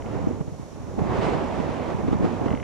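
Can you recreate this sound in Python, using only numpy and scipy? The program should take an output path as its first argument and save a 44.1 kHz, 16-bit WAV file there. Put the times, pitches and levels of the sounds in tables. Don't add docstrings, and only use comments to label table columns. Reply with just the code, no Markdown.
import sys
import numpy as np
from scipy import signal
from scipy.fft import rfft, irfft, next_fast_len
from scipy.io import wavfile
from scipy.ndimage import uniform_filter1d

SR = 44100
rng = np.random.default_rng(int(sys.argv[2]) if len(sys.argv) > 2 else 0)


def boost_factor(decibels):
    exponent = np.asarray(decibels, float) / 20
    return 10 ** exponent


def log_audio(samples):
    frames = np.atleast_2d(samples).T
    limited = np.clip(frames, -1, 1)
    pcm = np.round(limited * 32767).astype(np.int16)
    wavfile.write(sys.argv[1], SR, pcm)


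N = 115983


def read(table, col, hz):
    rows = np.array(table, float)
    return np.interp(np.log(np.maximum(hz, 1)), np.log(rows[:, 0]), rows[:, col])


def unit(x):
    return x / np.sqrt(np.mean(x ** 2))


def walk(rate):
    hold = int(SR / rate)
    x = np.repeat(rng.standard_normal(N // hold + 1), hold)
    x = uniform_filter1d(uniform_filter1d(x, hold), hold)[:N]
    return (x - x.mean()) / x.std()


def control(table, col):
    rows = np.array(table, float)
    return np.interp(np.arange(N) / SR, rows[:, 0], rows[:, col])


def pan(db):
    return boost_factor(np.array([[db], [-db]]) / 2)


# time in seconds, stream level in dB, brightness in dB per octave.
GUST = [(0, -43, -2), (.14, -40.5, -0.5), (.33, -42.5, -2), (.5, -52, -2), (.7, -52, 0), (.96, -44.5, -2),
        (1.0, -38, -1.5), (1.24, -30.5, 1.5), (1.36, -33, -0.2), (1.45, -35.5, 0.4), (1.8, -36, 0.5),
        (1.92, -37.5, 0), (2.05, -38, -1), (2.13, -38.5, 0), (2.18, -37.5, -1.5), (2.26, -33.5, .3),
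        (2.38, -37.5, -0.5), (2.52, -34.5, -1)]
# centre in seconds, lift in dB, length in seconds.
PUFFS = [(.028, -7, .012), (.18, 1, .03), (.411, 7, .006), (.49, 6, .015), (.54, 3, .012), (.62, 4, .02),
         (.993, 7, .005), (1.13, 1.5, .025), (1.28, 1, .03), (2.463, 3, .005), (2.5, -4, .005),
         (1.205, -3, .006), (1.34, 2, .006), (1.6, 2, .01), (1.91, 3, .02), (2.085, 4, .006),
         (2.0, 2, .012), (2.131, 7, .009), (2.25, 3, .015)]


def gust_level():
    t = np.arange(N) / SR
    lull_s, lull_db_per_s = 2.502, -86
    level = control(GUST, 1) + lull_db_per_s * np.maximum(t - lull_s, 0)
    for at, db, wide in PUFFS:
        level = level + db * np.exp(-((t - at) / wide) ** 2 / 2)
    return level


# frequency in Hz, density in dB per Hz.
STREAM = [(25, -14.5), (90, 2), (250, 0.5), (500, -3), (950, -8.5), (1550, -20.5), (2200, -24.5),
          (9000, -50)]
# frequency in Hz, left-right in dB, likeness from 0 to 1, left's lead in radians.
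PAIR = [(45, 0, .85, .8), (120, -6, .3, -2.2), (260, -5, .8, -1.5), (470, -5, .65, -.85), (700, -5, .62, 0),
        (1400, -3, .42, .5), (2200, -1, .42, .3), (5500, -4, .5, .1), (12000, -1, .5, 0)]


def stream():
    size = next_fast_len(N)
    hz = np.arange(size // 2 + 1) * SR / size
    colour = boost_factor(read(STREAM, 1, hz)) * (hz > 18) / (1 + (hz / 9620) ** 10)
    right, own = rfft(rng.standard_normal((2, size))) * colour
    like = np.clip(read(PAIR, 2, hz), 0, .99)
    left = like * np.exp(1j * read(PAIR, 3, hz)) * right + np.sqrt(1 - like ** 2) * own
    left = left * boost_factor(read(PAIR, 1, hz))
    pair = np.array([left, right])
    middle = (left + right) / 2 * (hz > 500) * (hz < 2000)
    norm = np.sqrt(np.mean(irfft(middle, size) ** 2))

    level, bright = gust_level(), control(GUST, 2)
    swell, shared = walk(8.84), [walk(21.0) for _ in range(6)]
    stream_db, calm_db = 1.5, -40.5
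    out = 0
    for k in range(20):
        centre = 22 * 2 ** (k / 2)
        off = np.clip(2 * np.log2(np.maximum(hz, 1) / centre), -1, 1)
        blend = np.pi / 2 * (k % 4) / 4
        near = np.cos(blend) * shared[k // 4] + np.sin(blend) * shared[k // 4 + 1]
        share = 0.66 if centre < 140 else 1
        db = calm_db + share * (level - calm_db)
        db = db + bright * np.clip(np.log2(centre / 1000), -2, 2.5)
        db = db + 0.68 * swell + 0.1 * near + 0.77 * walk(31)
        band = irfft(pair * np.cos(np.pi / 2 * off) ** 2, size)[:, :N]
        out = out + band * boost_factor(db + stream_db)
    return out / norm


# frequency in Hz, density in dB per Hz.
WHIR = [(1470, -41), (2500, -35), (3580, -6), (4300, -9), (5830, 0.5), (7000, -3), (7160, -7), (9940, -12),
        (15500, -27.5)]
# frequency in Hz, rms level in dB.
TONES = [(5634, -79), (5743, -78), (6849, -75), (7772, -84), (9560, -86), (11100, -88)]


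def drum():
    t, hz = np.arange(N) / SR, np.arange(N // 2 + 1) * SR / N
    drum_hz, head_hz = 50, 300
    turn = np.tile(rng.standard_normal((2, SR // drum_hz)), N * drum_hz // SR + 1)[:, :N]
    head = np.tile(rng.standard_normal((2, SR // drum_hz // 6)), N * drum_hz * 6 // SR + 1)[:, :N]
    raw = rng.standard_normal((2, N)) + boost_factor(walk(9.1)) * turn + boost_factor(-8) * head
    tick = np.exp(2.5 * (np.cos(2 * np.pi * head_hz * t) - 1))
    raw = raw * (1 + 0.93 * tick)
    raw = raw + 0.18 * raw[::-1]
    colour = boost_factor(read(WHIR, 1, hz)) * np.minimum(hz / 2500, 1) ** 2
    out = unit(irfft(rfft(raw) * colour, N)) * boost_factor(-61.5)
    for tone_hz, db in TONES:
        level = np.sqrt(2) * boost_factor(db + 2.0 * walk(6.0))
        cycles = tone_hz * t + 0.054 * walk(8.0)
        out = out + level * np.sin(2 * np.pi * cycles)
    return out * pan(-7.5)


def heath():
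    hz = np.arange(1, N // 2 + 2) * SR / N
    centre_hz, octaves = 2320, 1
    colour = np.exp(-(np.log2(hz / centre_hz) / octaves) ** 2 / 2)
    hiss = unit(irfft(rfft(rng.standard_normal((2, N))) * colour, N))
    return hiss * boost_factor(-64.5 + 0.58 * walk(8.7)) * pan(7)


def add_eddy(out, at_s, db, hz, pan_db, turn, lead_rad=-2.5, cycles=0.42):
    wide = cycles / hz
    first = max(int((at_s - 3 * wide) * SR), 0)
    i = np.arange(first, min(int((at_s + 3 * wide) * SR), N))
    t = i / SR - at_s
    phase = 2 * np.pi * (hz * t + turn) + np.array([[lead_rad], [0]])
    bell = np.exp(-(t / wide) ** 2 / 2)
    out[:, i] += boost_factor(db) * pan(pan_db) * bell * np.cos(phase)


# time in seconds, buffeting in dB.
BUFFET = [(0, -40), (.17, -37), (.32, -34.5), (.45, -54), (.57, -56), (.62, -35), (.7, -52), (.8, -38),
          (.95, -45), (1.02, -29), (1.2, -43), (1.5, -44), (1.9, -47), (2.1, -25.5), (2.25, -28.5),
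          (2.35, -66), (2.5, -30), (2.63, -45)]


def add_small_eddies(out):
    force = control(BUFFET, 1)
    per_s, centre_hz, octaves, scatter_db = 150, 173, 0.36, 5
    chance = rng.random((600, 3))
    spread = rng.standard_normal((600, 2))
    times = np.cumsum(-np.log(1 - chance[:, 0])) / per_s
    for at, (_, size, turn), (pitch, side) in zip(times, chance, spread):
        if at * SR < N:
            db = force[int(at * SR)] - scatter_db * np.log(1 - .95 * size)
            add_eddy(out, at, db, centre_hz * 2 ** (octaves * pitch), -4 + 3 * side, turn)


# time in seconds, peak in dB, pitch in Hz, left-right in dB.
EDDIES = [(0.245, -20, 170, -7), (0.312, -18, 260, -5), (0.412, -16, 150, -4), (0.988, -14, 230, -5),
          (1.021, -15, 160, -10), (1.071, -18, 280, -4), (1.096, -18, 280, -11), (1.182, -17, 260, -2),
          (1.194, -17, 210, -3), (1.285, -19, 260, -6), (1.603, -17, 230, -12), (1.692, -17, 270, -7),
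          (1.949, -18, 150, -3), (2.048, -17, 220, -2), (2.086, -12, 280, 1), (2.116, -17, 230, -3),
          (2.131, -10, 260, -3), (2.208, -16, 290, -4), (2.229, -14, 270, -4), (2.244, -13, 260, -3),
          (2.262, -14, 300, 1), (2.418, -12, 270, -3), (2.465, -17, 260, -8), (2.516, -18, 230, -12),
          (2.541, -17, 280, -10)]
# time in seconds, peak in dB, pitch in Hz, left-right in dB.
SOFT_EDDIES = [(0.165, -20.5, 153, -5), (0.229, -26, 90, 1), (.337, -30, 101, -3), (.378, -28, 151, -1),
               (0.526, -23.5, 140, 0), (.547, -33, 130, -6), (.598, -28, 250, -1), (0.044, -33, 161, -3),
               (.19, -23, 120, 0), (0.482, -21, 140, -1), (0.611, -23, 127, -6.5), (0.633, -32, 130, -7),
               (0.806, -24.5, 140, 2), (0.898, -28, 120, -3), (1.11, -20.5, 117, -12), (1.192, -18, 96, -8),
               (1.921, -22, 190, -4), (2.038, -21, 140, -7), (2.08, -23, 110, -11), (2.12, -21.5, 90, -2),
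               (2.149, -23, 190, 0), (2.187, -25, 140, -8), (2.42, -14.5, 171, -1.5), (2.47, -23, 130, 1),
               (2.517, -18, 132, -5.5), (2.539, -16, 178, -8)]


def eddies():
    out = np.zeros((2, N))
    add_small_eddies(out)
    for (at, db, hz, pan_db), turn in zip(EDDIES, rng.random(len(EDDIES))):
        db = db - abs(pan_db) / 4
        add_eddy(out, at, db, hz, pan_db, turn, cycles=.62)
        add_eddy(out, at, db - 16, hz * 2.6, pan_db - 4, turn, lead_rad=-1.2)
    for (at, db, hz, pan_db), turn in zip(SOFT_EDDIES, rng.random(len(SOFT_EDDIES))):
        add_eddy(out, at, db, hz, pan_db, turn, lead_rad=-2.27)
    add_eddy(out, .273, -8, 260, 0, rng.random(), lead_rad=-2.85, cycles=.5)
    return out


# start in seconds, peak in dB.
RATTLE = [
    (.0215, -39),
    (.061, -40),
    (2.4603, -37),
    (2.4828, -36),
    (2.5048, -31.5),
    (2.527, -32),
    (2.5497, -34),
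    (2.5738, -35),
    (2.6, -33.5),
    (2.628, -33),
]
# frequency in Hz, level in dB, 60 dB decay in seconds.
THROAT = [(1200, -1, .009), (1650, -7, .005), (2100, 0, .013), (2550, -8, .005), (2950, -4, .011)]


def bird():
    size = 4000
    out, t = np.zeros(N + size), np.arange(size) / SR
    onset = 1 - np.exp(-t / .0004)
    drifts = rng.standard_normal((len(RATTLE), len(THROAT)))
    for (at, db), drift in zip(RATTLE, drifts):
        ring = 0
        for k, ((hz, gain_db, t60), d) in enumerate(zip(THROAT, drift)):
            decay = np.exp(-np.log(1000) * t / t60)
            wave = np.sin(2 * np.pi * hz * (1 + 0.01 * d) * t)
            ring = ring + (-1) ** k * boost_factor(gain_db + 1.1 * d) * decay * wave
        i = int(at * SR)
        out[i:i + size] += ring * onset * boost_factor(db + 3)
    return out[:N] * pan(3.5)


def scene():
    return stream() + drum() + heath() + eddies() + bird()


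def low_pass(x):
    return signal.sosfilt(signal.butter(12, 15720, fs=SR, output="sos"), x)


def record(dry):
    top_hz = 15720
    held = np.concatenate([dry, dry[:, ::-1]], axis=1)
    hz = np.arange(N + 1) * SR / (2 * N)
    mix = irfft(rfft(held) * (hz < top_hz), 2 * N)[:, :N]
    return low_pass(mix)


dry = scene()
out = record(dry)
log_audio(out)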